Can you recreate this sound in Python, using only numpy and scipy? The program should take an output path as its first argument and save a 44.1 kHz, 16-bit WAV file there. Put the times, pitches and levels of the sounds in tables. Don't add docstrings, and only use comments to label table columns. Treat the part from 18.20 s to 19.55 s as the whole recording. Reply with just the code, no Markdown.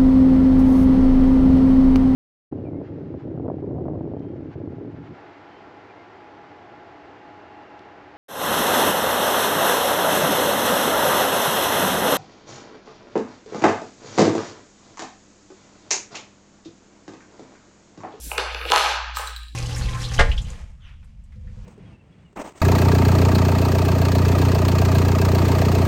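import sys
import numpy as np
from scipy import signal
from scipy.io import wavfile
from scipy.ndimage import uniform_filter1d

SR = 44100
rng = np.random.default_rng(int(sys.argv[2]) if len(sys.argv) > 2 else 0)


def generate_wav(sig):
    pcm = np.round(np.clip(np.atleast_2d(sig).T, -1, 1) * 32767).astype(np.int16)
    wavfile.write(sys.argv[1], SR, pcm)


N = 59535

# (time [s], pitch [Hz], level [dB])
MOTOR_HUM = [(0.0, 62, -40.5), (0.082, 54, -35), (0.108, 60.3, -41), (0.308, 59, -36.5), (0.5, 60, -35),
             (0.522, 59.3, -45), (0.698, 59.07, -38.5), (0.97, 58.7, -34.5), (1.0, 58.8, -38),
             (1.248, 57.1, -36), (1.274, 56.9, -41), (1.35, 58.9, -38.5)]
# (time [s], level [dB])
HANDLING_RUMBLE = [(0.0, -64.5), (0.074, -47), (0.112, -58), (0.432, -68), (0.484, -65), (0.514, -44.5),
                   (0.566, -53.5), (0.642, -71), (0.842, -83), (0.886, -59), (0.91, -67.5), (1.258, -70.5),
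                   (1.33, -59.5), (1.35, -50.5)]
# (octave centre [Hz], T60 [s])
ROOM_DECAY = [(250, 0.19), (500, 0.23), (1000, 0.51), (2000, 1), (4000, 0.83), (8000, 0.49), (14000, 0.1)]
# (time [s], level [dB] in each of the three slide bands)
FINGER_SLIDE = [(0.0, -59, -49, -69), (0.04, -47.5, -43, -46), (0.124, -41.5, -43.5, -50),
                (0.172, -55, -50.5, -57), (0.18, -38, -62, -56), (0.194, -51, -62, -67),
                (0.266, -59.5, -70, -73), (0.424, -67, -56, -66), (0.492, -53.5, -54.5, -56),
                (0.522, -38, -39, -48), (0.526, -52, -51, -55), (0.566, -39.5, -40.5, -54),
                (0.664, -46.5, -46.5, -69), (0.752, -59, -57, -68), (0.826, -76, -88, -107),
                (0.868, -83, -97, -102), (0.928, -80, -84, -84), (0.97, -41.5, -55, -42),
                (1.056, -47.5, -59, -57), (1.078, -48.5, -67, -50), (1.154, -57.5, -74, -71),
                (1.164, -55, -61, -55), (1.214, -59, -68, -69), (1.35, -62, -70, -71)]
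# (frequency [Hz], gain [dB], T60 [s])
CONTACT_MODES = [(3350, 1, 0.0091), (3905, 10, 0.068), (4090, 7, 0.046), (4730, 3, 0.012),
                 (6740, -4.5, 0.0093), (7670, 2, 0.018), (8220, -7.5, .015), (12000, -8, 0.0097),
                 (13200, 8.5, 0.0099), (14700, 2, .02)]
# (time [s], strength [dB] in each of four regions of modes, low to high)
BATTERY_CLICKS = [(.4118, -58, -70, -70, -50), (.4630, -55, -65, -49, -50), (0.963, -40, -48, -36, -41),
                  (0.9697, -40, -56, -31.5, -40), (.9790, -53, -54, -59, -45), (.9860, -50, -52, -32, -41),
                  (1.0730, -35, -41, -28.5, -54), (1.163, -34, -42, -36, -48),
                  (1.2320, -37.5, -52, -48, -58.5), (1.283, -47, -50.5, -58, -63)]
# (frequency [Hz], gain [dB], T60 [s])
SHELL_MODES = [(342, -16, 0.12), (479.5, 1.5, 0.042), (629.6, 1.5, 0.023), (831, 1.5, 0.051),
               (1004, 4.5, 0.014), (1265, -0.5, 0.042), (1575, 5.5, 0.01), (2210, 1, 0.0095),
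               (2472, 3, 0.014), (2854, 8, 0.008), (3487, 7, 0.0068), (4216, 7, 0.005), (5160, 4, 0.0038),
               (6030, 4, 0.0062), (7340, 0, 0.0073), (10500, 3, 0.0028), (13000, -4, 0.0037)]
# (time [s], level [dB] in each of the six shell regions)
SHELL_SCRAPE = [(0, -63, -56, -60.5, -74, -66, -51), (0.05, -62, -70, -62, -68, -61, -46.5),
                (0.108, -57, -62.5, -59, -64.5, -58.5, -55), (0.124, -51.5, -37, -63, -64, -54, -56),
                (0.172, -45, -58, -47.5, -68, -67, -54), (0.19, -26.5, -47, -33, -40, -42, -58),
                (0.24, -41.5, -40, -38, -63, -51, -60), (0.3, -53.5, -46.5, -43, -43, -61, -79),
                (0.33, -52, -48, -45, -51, -52, -59), (0.38, -50, -56, -50, -52, -76, -70),
                (0.44, -48, -65, -38, -58, -75, -84), (0.465, -40, -46, -55, -54, -56, -72),
                (0.49, -46, -56, -48, -38, -48, -62), (0.512, -29, -46, -37, -49, -51, -71),
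                (0.524, -43, -19, -38, -51, -41, -57), (0.55, -31.5, -38.5, -23, -40, -49, -66),
                (0.62, -43.5, -34.5, -35, -40.5, -46, -44.5), (0.72, -44.5, -37.5, -36.5, -40.5, -45, -48),
                (0.82, -73.5, -41.5, -40.5, -54.5, -51.5, -61.5), (0.93, -89, -58, -43, -57, -62, -71),
                (0.96, -68, -54, -49, -55.5, -44, -52), (0.985, -59, -53, -49, -48.5, -53, -50),
                (1.03, -56.5, -53.5, -39.5, -53, -53.5, -61), (1.11, -53.5, -64, -47, -58.5, -57, -61),
                (1.2, -81, -84, -61, -63.5, -60.5, -87), (1.27, -90, -79, -65, -69, -66.5, -93),
                (1.35, -80.5, -69, -75.5, -78.5, -73, -80)]
# (time [s], strength [dB] in each of the six shell regions)
SHELL_KNOCKS = [(0.116, -41, -24, -32, -20, -67, -37), (0.179, -52, -45, -35, -33, -26, -36.5),
                (0.1808, -20.5, -28, -20, -20, -22.5, -28), (0.347, -29, -37.5, -28.5, -23.5, -29, -45),
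                (0.4138, -29, -52, -30, -26, -43, -66), (0.4529, -19.5, -54, -32, -26.5, -38, -62),
                (0.5014, -16.5, -37.5, -33, -24, -26, -32), (0.5139, -42, -41, -49, -31, -22, -46),
                (0.5194, -25, -18.5, -14.5, -16.5, -12, -24), (0.534, -57, -9, -19.5, -39, -49, -38),
                (0.5394, -43, -19.5, -22, -25, -46, -25), (0.5606, -24.5, -22, -15.5, -21, -14, -21.5),
                (0.5746, -24, -21, -27, -15.5, -46, -40.5), (0.5803, -42, -31, -21.5, -28, -13.5, -30.5),
                (0.5958, -40, -32, -21.5, -39, -29, -29), (0.6095, -42, -22.5, -13, -38, -30.5, -40),
                (0.6602, -39, -18.5, -15.5, -19, -42, -74), (0.9698, -56, -32, -15, -44, -28, -36),
                (0.9954, -41, -26.5, -35.5, -55, -47, -48)]
# (frequency [Hz], threshold per bin [dB])
GATE_THRESHOLDS = [(280, -61), (450, -64.5), (800, -66), (1200, -58.5), (3000, -88), (6000, -89),
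                   (8000, -75), (11000, -83), (15000, -88)]

SHELL_REGIONS_HZ = (420, 760, 1350, 2650, 4400, 7000)
CONTACT_SPLITS_HZ, SLIDE_EDGES_HZ = (3650, 5500, 10000), (7080, 9400, 12040, 16900)
SLIPS_PER_S, SLIP_UNEVEN_DB, HAND_T60_RATIO = 2500, 2, .55
KNOCK_ECHO_DB, CLICK_ECHO_DB, ROOM_DELAY_S = -2.5, -11, 0.0071
GATE_SLOPE, GATE_DEPTH_DB, GATE_ABOVE_HZ = 1.2, 30, 280
LOW_CUT_HZ, TOP_CUT_HZ = 322, 15900


def amp(db):
    return 10 ** (np.asarray(db) / 20)


def unit_rms(x):
    return x / np.sqrt(np.mean(x ** 2) + 1e-20)


def curves(rows):
    times, *columns = np.transpose(rows)
    return np.array([np.interp(np.arange(N) / SR, times, column) for column in columns])


def band(x, low_hz, high_hz, order=2):
    return signal.sosfilt(signal.butter(order, [low_hz, high_hz], "band", fs=SR, output="sos"), x)


def region_weights(hz):
    centres = np.log(SHELL_REGIONS_HZ)
    return np.array([np.interp(np.log(hz), centres, row) for row in np.eye(len(centres))])


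def ring(force, hz, t60):
    decay, step = amp(-60 / (t60 * SR)), 2 * np.pi * hz / SR
    return signal.lfilter([0, np.sin(step)], [1, -2 * decay * np.cos(step), decay ** 2], force + 1e-18)


def strike(times, levels_db, modes, spread_db):
    draws = rng.standard_normal((len(times), 2, len(modes)))
    scatter_db, signs = spread_db * draws[:, 0], np.sign(draws[:, 1])
    sound = np.zeros(N)
    for k, (hz, db, t60) in enumerate(modes):
        force = np.full(N, 1e-18)
        force[(times * SR).astype(int)] = amp(levels_db[:, k] + db - scatter_db[:, k]) * signs[:, k]
        sound += ring(band(force, hz / 1.4, hz * 1.4, order=1), hz, t60)
    return sound


def motor_hum():
    hz, db = curves(MOTOR_HUM)
    phase = 2 * np.pi * np.cumsum(hz) / SR
    return -np.sqrt(2) * amp(db) * np.cos(phase)


def rumble():
    noise = rng.standard_normal((2, N + SR))
    handling = unit_rms(band(noise[0], 114, 324, order=3)[SR:])
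    sub_bass = unit_rms(band(noise[1], 28, 46.5)[SR:])
    return amp(curves(HANDLING_RUMBLE)[0]) * handling + amp(-51) * sub_bass


def room_echo(x):
    t, tail = np.arange(N) / SR, np.zeros(N)
    for hz, t60 in ROOM_DECAY:
        octave = band(rng.standard_normal(N), hz / np.sqrt(2), min(hz * np.sqrt(2), .45 * SR))
        tail += octave * amp(-60 * t / t60) / np.sqrt(t60)
    tail *= np.clip(t / ROOM_DELAY_S - 1, 0, 1)
    return signal.fftconvolve(x, tail / np.sqrt(np.sum(tail ** 2)))[:N]


def finger_slide():
    bands = zip(curves(FINGER_SLIDE), SLIDE_EDGES_HZ, SLIDE_EDGES_HZ[1:])
    return sum(amp(db) * unit_rms(band(rng.standard_normal(N), low_hz, high_hz, order=4))
               for db, low_hz, high_hz in bands)


def battery_clicks():
    clicks = np.array(BATTERY_CLICKS)
    mode_region = np.searchsorted(CONTACT_SPLITS_HZ, np.array(CONTACT_MODES)[:, 0])
    return strike(clicks[:, 0], clicks[:, 1 + mode_region], CONTACT_MODES, spread_db=2.5)


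def lid_scrape():
    levels_db, sound = curves(SHELL_SCRAPE), np.zeros(N)
    for hz, db, t60 in SHELL_MODES[:-2]:
        slips = (rng.random(N) < SLIPS_PER_S / SR) * rng.choice([-1, 1], N)
        strength = amp(SLIP_UNEVEN_DB * np.minimum(rng.exponential(size=N), 4))
        force = band(slips * strength, hz / 1.38, hz * 1.354)
        ringing = unit_rms(ring(force, hz, t60 * HAND_T60_RATIO))
        sound += amp(db + region_weights(hz) @ levels_db) * ringing
    return sound


def lid_knocks():
    knocks = np.array(SHELL_KNOCKS)
    weights = np.transpose([region_weights(hz) for hz, _, _ in SHELL_MODES])
    return strike(knocks[:, 0], knocks[:, 1:] @ weights, SHELL_MODES, spread_db=1.0)


def scene():
    knocks, clicks = lid_knocks(), battery_clicks()
    echo = room_echo(amp(KNOCK_ECHO_DB) * knocks + amp(CLICK_ECHO_DB) * clicks)
    handwork = knocks + clicks + echo + lid_scrape() + finger_slide()
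    low_cut = signal.butter(6, LOW_CUT_HZ, "high", fs=SR, output="sos")
    return (signal.sosfilt(low_cut, handwork) + motor_hum() + rumble())[None]


def suppress_noise(x):
    frames = dict(fs=SR, nperseg=1024, noverlap=768)
    hz, _, spectrum = signal.stft(x, **frames)
    power = uniform_filter1d(np.abs(spectrum) ** 2, size=9, axis=0)
    power = uniform_filter1d(power, size=5, axis=1)
    threshold_db = np.interp(hz, *np.transpose(GATE_THRESHOLDS))
    under_db = threshold_db[:, None] - 10 * np.log10(power + 1e-20)
    cut_db = np.clip(GATE_SLOPE * under_db, 0, GATE_DEPTH_DB) * (hz > GATE_ABOVE_HZ)[:, None]
    return signal.istft(spectrum * amp(-cut_db), **frames)[1][:N]


def record(dry):
    top_cut = signal.ellip(12, .5, 90, TOP_CUT_HZ, fs=SR, output="sos")
    return signal.sosfilt(top_cut, suppress_noise(dry[0]))[None]


dry = scene()
out = record(dry)
generate_wav(out)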